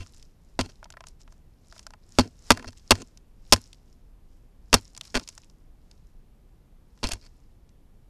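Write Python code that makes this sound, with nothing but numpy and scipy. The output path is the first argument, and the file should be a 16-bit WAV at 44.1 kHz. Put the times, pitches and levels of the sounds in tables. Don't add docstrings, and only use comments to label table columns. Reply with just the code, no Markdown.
import sys
import numpy as np
from scipy import signal
from scipy.fft import rfft, irfft
from scipy.io import wavfile
from scipy.ndimage import uniform_filter1d

SR = 44100
rng = np.random.default_rng(int(sys.argv[2]) if len(sys.argv) > 2 else 0)


def wav_out(sig):
    wavfile.write(sys.argv[1], SR, np.round(np.clip(np.atleast_2d(sig).T, -1, 1) * 32767).astype(np.int16))


N = 356769

# (time [s], thump [dB], knock [dB], knock pitch [Hz], crack [dB], crack pitch [Hz], recoil delay [s],
# recoil thump and knock change [dB], recoil crack change [dB], recoil crack pitch [Hz])
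PECKS_AND_JOLTS = [(0.591, -23, -15, 690, -24, 4150, 0.02, -14, 1.5, 4060),
                   (2.1864, -13.5, -7.5, 534, -12, 2470, 0.0077, -6.5, -5.5, 4400),
                   (2.5047, -14, 1.5, 1410, -4.5, 4720, 0.013, -17, -10, 5720),
                   (2.9077, -21.5, -5, 1050, -4, 4300, 0.0087, -1, -4.5, 2800),
                   (3.5236, -20, -4, 1000, -1, 5360, 0.0093, -5, -4.5, 5350),
                   (4.7292, -24.5, -11.5, 1145, -12, 2690, .011, 8, 10.5, 5490),
                   (5.153, -31, -21.5, 1570, -22, 2470, 0.02, -1.5, -2.5, 4600),
                   (7.031, -32, -25.5, 1005, -34, 4180, 0.0091, 2.5, 11, 3910),
                   (7.0889, -46, -33, 736, -31.5, 10000, 0.03, -1, 8, 6800)]
# (time [s], tock [dB], tick [dB], tick pitch [Hz])
LIGHT_TAPS = [(0.0634, -59.5, -53, 4955), (0.1458, -64.5, -55, 7350), (0.2264, -76, -49, 5150),
              (0.829, -44, -63, 2150), (0.843, -61.5, -44.5, 5350), (0.856, -49, -59, 2210),
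              (0.9034, -51, -43.5, 7040), (0.924, -67, -48.5, 3820), (0.9391, -51.5, -60, 2210),
              (0.9699, -43, -68, 2210), (1.0066, -44.5, -46, 2230), (1.0397, -48.5, -51.5, 2210),
              (1.069, -57, -43, 6700), (1.2778, -55.5, -58, 2230), (1.3232, -60.5, -57.5, 6400),
              (1.725, -49.5, -49, 5220), (1.764, -53, -61, 5420), (1.7931, -55, -42, 5950),
              (1.867, -43.5, -38, 5660), (1.906, -52.5, -51.5, 5430), (1.9366, -47.5, -50.5, 2360),
              (2.5738, -37.5, -39, 5370), (2.5952, -43, -47, 2210), (2.626, -49, -47, 2210),
              (2.6447, -40, -52, 2210), (2.7295, -59, -53.5, 5260), (2.775, -81, -52, 7500),
              (2.954, -43, -37, 4630), (3.019, -48.5, -39.5, 6530), (3.174, -70.5, -48.5, 5650),
              (3.5615, -39.5, -36, 4854), (3.7302, -69, -45, 4350), (4.7612, -37, -41, 4740),
              (4.9492, -64, -46.5, 4740), (4.9653, -57, -44.5, 5350), (4.976, -53.5, -37, 7100),
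              (5.0109, -51.5, -32, 3400), (5.1965, -47, -37, 5000), (5.2764, -64, -38.5, 4970),
              (5.288, -54, -34.5, 6900), (5.3784, -50.5, -41.5, 5800), (5.4346, -71.5, -56, 2790),
              (5.4986, -71.5, -56.5, 5660), (5.913, -68, -50.5, 5000), (6.976, -64, -62, 6250),
              (7.071, -52, -29.5, 5050), (7.1337, -41.5, -30, 9500), (7.2642, -65, -54, 5040),
              (7.6918, -83.5, -62, 5900)]
# (time [s], length [s], level [dB], pitch [Hz], wall drumming [dB])
SCRAPES = [(0, 0.032, -47.5, 2960, -48), (.593, 0.012, -29.5, 1100, -34), (.644, 0.018, -50.5, 4500, -43),
           (.689, 0.015, -54, 5660, -58.5), (2.193, 0.019, -30.5, 4750, -25.5),
           (2.247, 0.029, -55.5, 606, -41.5), (2.558, .1, -57.5, 1010, -45.5),
           (2.669, 0.019, -42, 5460, -45), (2.967, 0.057, -51.5, 7440, -43),
           (4.739, 0.041, -45, 4230, -56.5), (5.143, 0.022, -23.5, 1615, -32),
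           (7.029, .018, -31, 4070, -52), (7.049, 0.0077, -32.5, 2670, -46),
           (7.06, 0.047, -47.5, 5180, -49), (7.11, 0.0069, -28, 2740, -50), (7.125, .02, -45.5, 7500, -56),
           (7.212, .057, -59, 4930, -72)]
# (time [s], shove length [s], shove [dB], wind-up rustle [dB], settling rustle [dB])
BODY_LUNGES = [(0, 0.00074, -3.5, -69.5, -56), (0.598, .0026, 4, -76, -56.5),
               (2.186, 0.004, 12.5, -53, -57), (2.503, 0.0075, 10, -49.5, -59.5),
               (2.666, .0026, -6.5, -67.5, -68), (2.911, .004, 11, -58, -53.5),
               (3.524, 0.0061, 12, -58, -51), (4.73, 0.01, 17.5, -68, -52), (5.151, 0.02, 12.5, -60, -55),
               (7.039, .013, 11.5, -63.5, -55), (7.124, 0.012, 5.5, -66, -62.5)]
# (peak time [s], level [dB], fade time [s])
WING_BRUSHES = [(0.178, -62, 0.19), (.49, -71, 0.24), (1.079, -56, 0.05), (1.208, -56, 0.027),
                (1.319, -70, 0.13), (1.66, -69.5, 0.25), (1.76, -56, 0.14), (2.779, -63.5, .12),
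                (3.9, -72, .24), (4.33, -73.5, 0.18), (5.06, -54, .13), (5.33, -61, 0.24),
                (5.93, -71.5, 0.32), (7.36, -74.5, 0.35)]

# (frequency [Hz], bandwidth [Hz], relative level [dB])
SHELL_MODES = [(700, 360, 0.5), (805, 159.2, -1), (1040, 47, -5.5), (1301, 390, -11), (1444, 420, -8.5),
               (2150, 57, -14), (2775, 110, -2.5), (3120, 130, -4.5), (3928, 170, -4.5), (4337, 450, 1.5),
               (5110, 600, -3.5), (5100, 260, 0.5), (6620, 1000, -11), (8150, 160, -12)]
HOLLOW_WALL_MODES = [(189, 120, -5), (242, 41, 5), (383.3, 260, -6.5)]
STRAP_MODES = [(34.33, 55, 1.5), (56.48, 21, -4), (80.8, 21, 0.5), (97.58, 15, 5)]

# (frequency [Hz], relative density [dB])
FOREST_SPECTRUM = [(12, -27.5), (20, 4), (70, -9.5), (87, -13), (182, -18.5), (208, -20.5), (252, -22),
                   (390, -27.5), (673, -34.5), (751, -34), (1260, -41), (1370, -42.5), (8040, -53),
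                   (13500, -51.5)]
FEATHER_SPECTRUM = [(200, -14), (1000, -5), (2200, -8.5), (3500, -8.5), (5200, -1.5), (7000, -5),
                    (9500, -13), (14000, -25.5)]
SCRAPE_SPECTRUM = [(100, -6), (300, -2), (900, 2), (1800, 5.5), (3200, -0.5), (5300, -6.5), (7500, -5),
                   (10000, -14), (14000, -27.5)]
TOCK_SPECTRUM = [(150, -28.5), (470, -22), (650, -2), (1600, -3.5), (1950, -7), (2800, -20.5),
                 (3600, -26.5), (8000, -31.5)]
TICK_SPECTRUM = [(300, -23.5), (1500, -9.5), (2700, 0.5), (5300, -0.5), (7500, -2.5), (10000, -8.5),
                 (14000, -21)]
KNOCK_SPECTRUM = [(150, -22), (420, -5), (800, 1), (1500, -6), (2200, -7), (3500, -17.5), (8000, -34)]
CRACK_SPECTRUM = [(300, -19.5), (1500, -10.5), (2700, 2.5), (5300, 0), (7500, -1.5), (10000, -6.5),
                  (14000, -15.5)]


def from_db(db):
    return 10 ** (np.asarray(db) / 20)


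def unit_energy(x):
    return x / np.sqrt(np.sum(x ** 2) + 1e-20)


def seconds(length_s):
    return np.arange(max(int(length_s * SR), 2)) / SR


def add(track, at_s, sound):
    i = max(round(at_s * SR), 0)
    track[i:i + len(sound)] += sound[:N - i]


def through(x, response):
    return signal.oaconvolve(x, response)[:len(x)]


def colour(spectrum, size=8192):
    hz, db = np.transpose(spectrum)
    grid_hz = np.maximum(np.arange(size // 2 + 1) * SR / size, 1)
    magnitude = from_db(np.interp(np.log(grid_hz), np.log(hz), db))
    cepstrum = irfft(np.log(magnitude))
    cepstrum[1:size // 2] *= 2
    cepstrum[size // 2 + 1:] = 0
    return unit_energy(irfft(np.exp(rfft(cepstrum))))


def ringing(modes, length_s):
    t = seconds(length_s)
    response = np.zeros(len(t))
    for k, (hz, width_hz, db) in enumerate(modes):
        envelope = from_db(db) * width_hz * np.exp(-np.pi * width_hz * t)
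        response += (-1) ** k * envelope * np.sin(2 * np.pi * hz * t)
    return unit_energy(response)


def case(spectrum, modes_db, size=4096):
    response = from_db(modes_db) * ringing(SHELL_MODES, size / SR)
    response[0] += 1
    return unit_energy(through(response, colour(spectrum)[:size]))


def spot_resonance(x, hz, band_db, q):
    return x + from_db(band_db) * signal.lfilter(*signal.iirpeak(hz, q, fs=SR), x)


def clatter(size, t60_s, skid_s=0):
    decay = from_db(-60 * np.maximum(np.arange(size) / SR - skid_s, 0) / t60_s)
    spectrum = rfft(rng.standard_normal(size) * decay)
    local_power = uniform_filter1d(np.abs(spectrum) ** 2, size=24)
    whitened = irfft(spectrum / np.sqrt(local_power + 1e-12))
    return unit_energy(whitened * np.minimum(10 * decay, 1))


def slips(per_s, spread_db):
    sizes = from_db(spread_db * np.minimum(rng.exponential(1, N), 4))
    signs = rng.choice([-1, 1], N)
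    occurs = rng.random(N) < per_s / SR
    return np.sqrt(N) * unit_energy(sizes * signs * occurs)


def swells(rows):
    t = np.arange(0, N, 64) / SR
    power = sum(from_db(db - np.maximum((at_s - t) * rise, (t - at_s) * fall)) ** 2
                for at_s, db, rise, fall in rows)
    return np.interp(np.arange(N) / SR, t, np.sqrt(power))


def forest(level_db=-52):
    response = colour(FOREST_SPECTRUM)
    noise = rng.standard_normal(N + len(response) - 1)
    return from_db(level_db) * signal.oaconvolve(noise, response, "valid")


def winding_up(rise_db_per_s=149, fall_db_per_s=1500):
    return swells([(at_s, db, rise_db_per_s, fall_db_per_s) for at_s, _, _, db, _ in BODY_LUNGES])


def settling(rise_db_per_s=3000, fall_db_per_s=90):
    return swells([(at_s, db, rise_db_per_s, fall_db_per_s) for at_s, _, _, _, db in BODY_LUNGES])


def brushing(fade_db=20.5, rise_share=.6):
    return swells([(at_s, db, fade_db / (rise_share * fade_s), fade_db / fade_s)
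                   for at_s, db, fade_s in WING_BRUSHES])


def snags(per_band_per_s=35, low_hz=3200, high_hz=11500):
    ticks = np.zeros(N)
    for hz in np.geomspace(low_hz, high_hz, 8):
        releases = slips(per_band_per_s, spread_db=6) + 1e-18
        ticks += signal.lfilter(*signal.iirpeak(hz, Q=3.5, fs=SR), releases)
    return np.sqrt(N) * unit_energy(ticks)


def feathers():
    motion = np.sqrt(winding_up() ** 2 + settling() ** 2 + brushing() ** 2)
    crackle = through(snags(), clatter(2048, t60_s=.004))
    barbs = from_db(-3.5) * rng.standard_normal(N) + from_db(-5) * crackle
    return motion * through(barbs, colour(FEATHER_SPECTRUM))


def sway():
    push = np.zeros(N)
    for at_s, length_s, db, _, _ in BODY_LUNGES:
        pulse = np.sin(np.pi * seconds(length_s) / length_s)
        add(push, at_s, -from_db(db) * pulse / pulse.sum())
    return from_db(-1.5) * through(push, ringing(STRAP_MODES, length_s=1))


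def skids(delay_s=.004, length_s=.047, pitch_hz=880, level_db=-47, drum_db=-43):
    hit_s, _, knock_db, *_ = hits()
    recoil_s = hit_s[1::2]
    offsets_db = .3 * (knock_db[::2] - knock_db.max())
    return [(at_s + delay_s, length_s, level_db + db, pitch_hz, drum_db + db)
            for at_s, db in zip(recoil_s, offsets_db)]


def scrapes(rise_share=.097, fall_s=.004):
    track = np.zeros(N)
    friction = slips(per_s=4000, spread_db=5.5)
    shell = case(SCRAPE_SPECTRUM, modes_db=-4.5)
    walls = ringing(HOLLOW_WALL_MODES, length_s=.2)
    t = seconds(.2)
    for at_s, length_s, db, hz, drum_db in list(SCRAPES) + skids():
        attack = 1 - np.exp(-t / (rise_share * length_s))
        release = np.exp(-np.maximum(t - length_s, 0) / fall_s)
        force = attack * release * np.roll(friction, -round(at_s * SR))[:len(t)]
        spot = unit_energy(spot_resonance(shell, hz, band_db=4.5, q=6.6))
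        add(track, at_s, from_db(db) * through(force, spot))
        add(track, at_s, from_db(drum_db - 1.5) * through(force, walls))
    return track


def strikes(times_s, levels_db, pitches_hz, response, t60_s, skid_s, shock_db, spot_db, spot_q, reach=7):
    track = np.zeros(N)
    for at_s, db, hz in zip(times_s, levels_db, pitches_hz):
        vigour = from_db(db - max(levels_db)) ** .3
        force = clatter(len(response), t60_s, skid_s * vigour)
        force[0] += from_db(shock_db)
        cutoff_hz = min(reach * vigour * hz, .45 * SR)
        force = signal.lfilter(*signal.butter(2, cutoff_hz, fs=SR), force)
        contact = through(spot_resonance(force, hz, spot_db, spot_q), response)
        add(track, at_s, from_db(db) * unit_energy(contact))
    return track


def fidgets(per_s=18, gate_db=-71, full_db=-60, above_db=7.5, spread_db=4, centre_hz=6200, count=200):
    when, chance, pitch = rng.random((count, 3)).T
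    rustle_db = 20 * np.log10(settling() + brushing() + 1e-9)[(when * N).astype(int)]
    db = np.minimum(rustle_db, full_db) + above_db + spread_db * rng.standard_normal(count)
    heard = (rustle_db > gate_db) & (chance < per_s * N / SR / count)
    return np.array([when * N / SR, db, centre_hz * 2 ** (pitch - .5)])[:, heard]


def taps():
    at_s, tock_db, tick_db, tick_hz = np.transpose(LIGHT_TAPS)
    tock_hz = 1350 * 2 ** rng.uniform(-.5, .5, len(at_s))
    tock = strikes(at_s, tock_db, tock_hz, case(TOCK_SPECTRUM, modes_db=-9.5),
                   t60_s=.023, skid_s=.0003, shock_db=-2, spot_db=-1, spot_q=5.4)
    tick_events = np.hstack([[at_s, tick_db, tick_hz], fidgets()])
    tick = strikes(*tick_events, case(TICK_SPECTRUM, modes_db=-24.5),
                   t60_s=.012, skid_s=.0013, shock_db=-7.5, spot_db=5.5, spot_q=3.3)
    return from_db(25) * tock + from_db(21.5) * tick


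def hits():
    rows = []
    for at_s, thump_db, knock_db, knock_hz, crack_db, crack_hz, *recoil in PECKS_AND_JOLTS:
        delay_s, change_db, crack_change_db, recoil_hz = recoil
        rows.append((at_s, thump_db, knock_db, knock_hz, crack_db, crack_hz))
        rows.append((at_s + delay_s, thump_db + change_db, knock_db + change_db, knock_hz,
                     crack_db + crack_change_db, recoil_hz))
    return np.transpose(rows)


def bounced(at_s, db, hz, change_db, delay_s=.0051, pitch_ratio=.76):
    return np.r_[at_s, at_s + delay_s], np.r_[db, db + change_db], np.r_[hz, hz * pitch_ratio]


def pecks_and_jolts():
    at_s, thump_db, knock_db, knock_hz, crack_db, crack_hz = hits()
    knock_events = bounced(at_s, knock_db, knock_hz, change_db=-9)
    knock = strikes(*knock_events, case(KNOCK_SPECTRUM, modes_db=-16),
                    t60_s=.025, skid_s=.001, shock_db=-10.5, spot_db=-3, spot_q=6)
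    crack_events = bounced(at_s, crack_db, crack_hz, change_db=-11.5)
    crack = strikes(*crack_events, case(CRACK_SPECTRUM, modes_db=-16.5),
                    t60_s=.0037, skid_s=.003, shock_db=-21.5, spot_db=2.5, spot_q=7.8, reach=4.6)
    buzz = through(crack, clatter(4096, t60_s=.04))
    push = np.zeros(N)
    for hit_s, db in zip(at_s, thump_db):
        add(push, hit_s, from_db([db]))
    thump = through(push, ringing(HOLLOW_WALL_MODES, length_s=.45))
    return from_db(17.5) * knock + from_db(19.5) * crack + from_db(7) * buzz + from_db(27.5) * thump


def scene():
    return (forest() + feathers() + pecks_and_jolts() + scrapes() + sway() + taps())[None]


def record(dry, mic_top_hz=13600, ceiling=.74, hardness=7, cutoff_hz=15000):
    mic = signal.sosfilt(signal.ellip(8, .3, 60, mic_top_hz, fs=SR, output="sos"), dry)
    clipped = mic / (1 + np.abs(mic / ceiling) ** hardness) ** (1 / hardness)
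    lowpass = signal.firwin(61, cutoff_hz, window="blackman", fs=SR)
    return signal.oaconvolve(clipped, lowpass[None], "same")


dry = scene()
out = record(dry)
wav_out(out)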